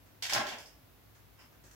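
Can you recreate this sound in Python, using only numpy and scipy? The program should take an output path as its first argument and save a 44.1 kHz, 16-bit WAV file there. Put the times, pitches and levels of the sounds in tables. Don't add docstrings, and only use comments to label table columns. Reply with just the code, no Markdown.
import sys
import numpy as np
from scipy import signal
from scipy.fft import rfft, irfft
from scipy.io import wavfile

SR = 44100
rng = np.random.default_rng(int(sys.argv[2]) if len(sys.argv) > 2 else 0)


def materialize(psi):
    bounded = np.clip(np.atleast_2d(psi).T, -1, 1)
    quanta = np.round(bounded * 32767).astype(np.int16)
    wavfile.write(sys.argv[1], SR, quanta)


N = 77175

# (f/Hz, relative level/dB)
HISS_COLOUR = [(20, -64), (32, -34), (43, -17.5), (55, 4), (72, -11.5), (100, -5.5), (135, -7.5),
               (200, -14), (280, -9), (400, -17), (600, -16.5), (1100, -20), (3000, -25), (6000, -30),
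               (8800, -35), (12500, -26), (15500, -26)]
# (f/Hz, likeness from 0 to 1)
HISS_LIKENESS = [(50, .65), (120, 0.39), (250, 0.27), (800, 0.17), (2000, 0.067), (8000, 0.042)]
# (f/Hz, level/dB)
HUM_TONES = [(54, -79), (101, -69)]

# (t/s, relative level/dB, bass/dB, treble/dB, crack/dB, rise time/s)
HAND_KNOCKS = [(.055, -61, -1.5, -6, -18, 0.0051), (1.148, -55.5, -19, -9, -12, 0.0024),
               (1.371, -67, 0, -6, -18, 0.0046), (1.520, -65, 4, -3, -4, .004),
               (1.638, -63, 3.5, 9.5, -14, 0.0015), (1.660, -63.5, -2.5, 5, -10, 0.0034),
               (1.711, -58.5, -9.5, -0.5, 7, 0.0017), (1.730, -65.5, -6, 7, -6, .003)]
RIM_HITS = [(0.2956, -40.5, -13.5, 0.5, 1, .001)]
SPRING_PINGS = [(.3330, -34.5, 11.5, -2, 7.5, 0.00031), (.583, -55.5, 0, 0.5, 9.5, 0.0012),
                (.657, -54, -9, -2, -9, 0.0012), (1.400, -64, 3, -1, -6, .004)]
HOUSING_BLOWS = [(.3070, -44, -2.5, 5, -18, 0.0035), (.3250, -37.5, 4, 0.5, -15, 0.00091),
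                 (.3420, -33, 2.5, 2, -13, 0.0028), (.3580, -31.5, 0.5, -10, -2.5, 0.0014),
                 (.3760, -42, 1.5, 0, 13.5, 0.00085), (.3870, -36.5, -6, -28, -10, 0.00059),
                 (.3970, -36.5, 3.5, -14, 6.5, 0.0013), (.4100, -40, 0.5, -7, 2, .001),
                 (.4480, -45.5, 9.5, 6, -25, .002), (.4900, -56.5, 13.5, -1, -4, 0.0034)]
LOUVRE_CLICKS = [(.2232, -39.5, 0, 5.5, -4, 0.00068), (.2325, -40, -6, 2.5, -19, 0.00069),
                 (.2520, -36, -12, -17, 5, 0.0009), (.2630, -44, -16, -8, 18, 0.0016),
                 (.2958, -37.5, -5.5, -1, 5.5, 0.00095), (0.3069, -40.5, 3, 1, -7, 0.0008),
                 (0.3216, -38, 4.5, -0.5, 4, 0.0014), (0.3336, -35.5, -7.5, 4.5, 5, 0.0013),
                 (0.3486, -40.5, -3.5, -2.5, 12, 0.00067), (0.466, -35.5, -19, -9, -8, 0.0017),
                 (.4850, -45, -10, 1.5, 2, 0.0029), (.5200, -39.5, 8, -24, 5, 0.0012),
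                 (.5320, -51.5, 14, -12, 4, .002), (.5810, -61, 2, 0, 10, 0.0026),
                 (0.601, -66, 0, 18.5, 3, 0.0015)]
# (t/s, level/dB, f/Hz)
BOARD_THUMPS = [(0.344, -45, 165), (0.358, -41, 123.9), (.388, -42.5, 233.2), (.470, -47, 375.6),
                (.530, -51, 239)]

# (f/Hz, relative level/dB, time to fade by 60 dB/s)
SCRAPE_TONES = [(1017, -2, .08), (1555, -2, .07), (2780, -4, .1), (3070, -5, .1), (5200, -4, .15)]
SPRING_TONES = [(4872, -5, .2), (5150, -3, .45), (5235, 0, .45), (5355, -1, .4)]
HOUSING_TONES = [(404, -12, .6), (590, -2, .42), (649, -2, .43), (772, -2, .4), (801, -1, .4),
                 (828, -1, .42), (1055, -3, .5), (1107, -7, .4), (1350, -3, .45), (1441, -5, .4),
                 (1526, -3, .4), (1611, -2, .4), (1653, 1, .48), (1800, -8, .4), (2549, -5, .52)]
LOUVRE_TONES = [(700, -4, .4), (1862, -7, .35), (1938, 0, .3), (2200, -1, .35), (2277, -7, .35),
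                (2760, -5, .4), (2879, -6, .37), (3150, -4, .4), (3231, -2, .45), (3344, -4, .4),
                (3576, -4, .35), (3815, -1, .2), (4530, -2, .3), (4635, -1, .3), (4982, -3, .35),
                (5360, -3, .35), (6935, -6, .4)]

# (f/Hz, relative level/dB)
KNOCK_COLOUR = [(100, -0.5), (300, -0.5), (800, -8), (1600, -1.5), (3000, -17), (4800, -11), (6800, -7.5),
                (9500, -19.5), (16000, -28)]
SCRAPE_COLOUR = [(200, -18), (750, -4), (1020, 3), (1300, -3.5), (1650, -4), (2200, -1), (2600, -1),
                 (2950, -2), (3600, -15), (4600, -14), (5200, -3), (5800, -15), (7500, -13), (10000, -27),
                 (16000, -22)]
SPRING_COLOUR = [(500, -39), (3800, -30.5), (4700, -11), (5100, -6.5), (5400, -10), (5900, -14.5),
                 (7500, -21), (16000, -35)]
HOUSING_COLOUR = [(25, -50), (80, -24), (200, -12), (420, -9), (520, -14), (630, 1), (830, -7.5), (910, -6),
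                  (1050, -1), (1230, -8), (1520, -0.5), (2100, -4.5), (3200, -6.5), (6000, -12.5),
                  (9000, -44), (16000, -19)]
LOUVRE_COLOUR = [(100, -18), (400, -17.5), (680, -6), (1000, -6), (1220, -15), (1550, 0.5), (1950, -1),
                 (2400, -2.5), (3100, 1), (4000, -1), (5500, -1.5), (7400, -6.5), (8800, -15.5),
                 (12500, -12), (16000, -25)]

# (f/Hz, time to fade by 60 dB/s)
FADE_TIMES = [(120, 0.27), (400, .62), (900, 0.47), (2000, .44), (3000, 0.47), (4500, 0.3), (8000, 0.37),
              (14000, .28)]
# (f/Hz, likeness: 1 or more means the same)
HIT_LIKENESS = [(100, 3), (300, 0.9), (600, 1), (1200, 0.2), (3000, 0), (12000, 0)]
# (f/Hz, left minus right/dB)
HIT_BALANCE = [(200, 1.5), (700, -0.5), (1500, -.5), (3000, -0.5), (4800, -3), (6300, -5.5), (8000, 7),
               (10500, 4.5), (14000, 0.5)]

BASS_HZ, TREBLE_HZ = 1040, 4170
RING_SAMPLES = SR * 3 // 4


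def amp(db):
    return 10 ** (np.asarray(db) / 20)


def unit(x):
    return x / np.sqrt(np.mean(x ** 2) + 1e-20)


def read(table, hz):
    f, value = np.transpose(table)
    return np.interp(np.log(hz + 1), np.log(f + 1), value)


def add(mix, start_s, sound):
    part = mix[:, max(round(start_s * SR), 0):][:, :sound.shape[1]]
    part += sound[:, :part.shape[1]]


def stereo_noise(size, likeness):
    shared, separate = rfft(rng.standard_normal((2, size)))
    alike = np.clip(read(likeness, np.fft.rfftfreq(size, 1 / SR)), -1, 1)
    return irfft([shared, alike * shared + np.sqrt(1 - alike ** 2) * separate], size)


def hardness_db(hz, bass_db, treble_db):
    return bass_db / (1 + (hz / BASS_HZ) ** 2) + treble_db * hz ** 2 / (hz ** 2 + TREBLE_HZ ** 2)


def balance_db(hz):
    return np.outer([.5, -.5], read(HIT_BALANCE, hz))


def paint(x, colour, bass_db=0, treble_db=0):
    hz = abs(np.fft.fftfreq(2048, 1 / SR))
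    gain = unit(amp(read(colour, hz))) * amp(hardness_db(hz, bass_db, treble_db) + balance_db(hz))
    response = np.exp(np.conj(signal.hilbert(np.log(gain + 1e-6))))
    taps = np.fft.ifft(response).real[:, :len(hz) // 2]
    return signal.fftconvolve(x, taps, axes=1)[:, :x.shape[1]]


def fading_noise():
    hz, t, bands = signal.stft(stereo_noise(RING_SAMPLES, HIT_LIKENESS), SR, nperseg=256)
    fade = amp(-60 * t / read(FADE_TIMES, hz)[:, None])
    return signal.istft(bands * fade, SR, nperseg=256)[1]


def clear_ring(tones, hits, scatter_rad=0.74):
    hz, db, fade_s = np.transpose(tones)
    pole = 2j * np.pi * hz - np.log(1000) / fade_s
    t = np.arange(RING_SAMPLES) / SR
    waves = np.exp(np.outer(pole, t))
    phase_gap = np.arccos(np.clip(read(HIT_LIKENESS, hz), -1, 1))
    phase_gap += scatter_rad * rng.standard_normal(len(hz))
    phase_gap *= rng.choice([-1, 1], len(hz))
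    ears = amp(db + balance_db(hz)) / np.linalg.norm(amp(db))
    ears = ears * np.exp(1j * np.outer([-.5, .5], phase_gap))
    out = np.zeros((2, N))
    ringing, last_start = np.zeros(len(hz), complex), 0
    for s, level_db, bass_db, treble_db, _, rise_s in hits:
        start = round(s * SR) / SR
        ringing *= np.exp(pole * (start - last_start))
        last_start = start
        strength = amp(level_db + hardness_db(hz, bass_db, treble_db))
        kick = strength * 1j * rng.choice([-1, 1], len(hz)) * np.exp(1j * np.angle(ringing))
        ringing += kick
        attack = 1 - np.exp(-t / rise_s)
        add(out, start, np.sqrt(2) * ((ears * kick) @ waves).imag * attack)
    return out


def noisy_ring(colour, hits, crack_s, ripple_db=2, ripple_step_hz=90):
    hz = np.arange(1, 400) * ripple_step_hz
    ripple = ripple_db * rng.standard_normal(len(hz)) * hz / (hz + BASS_HZ)
    uneven_colour = np.transpose([hz, read(colour, hz) + ripple])
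    out = np.zeros((2, N))
    for s, level_db, bass_db, treble_db, crack_db, rise_s in hits:
        noise = fading_noise()
        t = np.arange(noise.shape[1]) / SR
        attack = 1 - np.exp(-t / rise_s)
        crack = 1 + amp(crack_db) * np.exp(-t / crack_s)
        add(out, s, amp(level_db) * paint(noise * attack * crack, uneven_colour, bass_db, treble_db))
    return out


def background(hiss_db=-60, waver=0.41, waver_hz=6):
    hz, t = np.fft.rfftfreq(N, 1 / SR), np.arange(N) / SR
    hiss = irfft(rfft(stereo_noise(N, HISS_LIKENESS)) * amp(read(HISS_COLOUR, hz)), N)
    out = amp(hiss_db) * unit(hiss)
    keep_slow = np.exp(-(hz / waver_hz) ** 2)
    for pitch, db in HUM_TONES:
        swell, drift = unit(irfft(rfft(rng.standard_normal((2, N))) * keep_slow, N))
        hum = np.sin(2 * np.pi * pitch * t + 2 * waver * drift)
        out += amp(db) * np.sqrt(2) * (1 + waver * swell) * hum
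    return out


def knocks():
    return noisy_ring(KNOCK_COLOUR, HAND_KNOCKS, crack_s=0.0043)


def scrape(start_s=1.385, length_s=0.072, slips_per_s=260, slip_db=-63.5, fade_db=7, damping_s=.045):
    count = round(length_s * slips_per_s)
    slips = [(start_s + (k + rng.random()) / slips_per_s, slip_db - fade_db * k / count, 0, 0, 0, .001)
             for k in range(count)]
    out = amp(-2.5) * clear_ring(SCRAPE_TONES, slips)
    for s, db, *_ in slips:
        rasp = fading_noise()
        t = np.arange(rasp.shape[1]) / SR
        add(out, s, amp(db) * paint(rasp * np.exp(-t / damping_s), SCRAPE_COLOUR))
    return out


def rim_tap():
    return noisy_ring(SCRAPE_COLOUR, RIM_HITS, crack_s=.006)


def ceiling_board(fade_s=0.17, rise_s=.005):
    return sum(clear_ring([(hz, 0, fade_s)], [(s, db, 0, 0, 0, rise_s)]) for s, db, hz in BOARD_THUMPS)


def spring():
    ticks = noisy_ring(SPRING_COLOUR, SPRING_PINGS, crack_s=0.0048)
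    return ticks + amp(-7.5) * clear_ring(SPRING_TONES, SPRING_PINGS)


def housing(gain_db=-3.5):
    clacks = noisy_ring(HOUSING_COLOUR, HOUSING_BLOWS, crack_s=0.011)
    return amp(gain_db) * (clacks + amp(0.5) * clear_ring(HOUSING_TONES, HOUSING_BLOWS))


def louvre():
    clicks = noisy_ring(LOUVRE_COLOUR, LOUVRE_CLICKS, crack_s=0.0039)
    return clicks + amp(-4.5) * clear_ring(LOUVRE_TONES, LOUVRE_CLICKS)


def scene():
    return (background() + louvre() + housing() + spring() + ceiling_board() + rim_tap()
            + scrape() + knocks())


def record(dry, cutoff_hz=15900):
    low_pass = signal.firwin(511, cutoff_hz, window=("kaiser", 9), fs=SR)
    return signal.oaconvolve(dry, low_pass[None], "same")


dry = scene()
out = record(dry)
materialize(out)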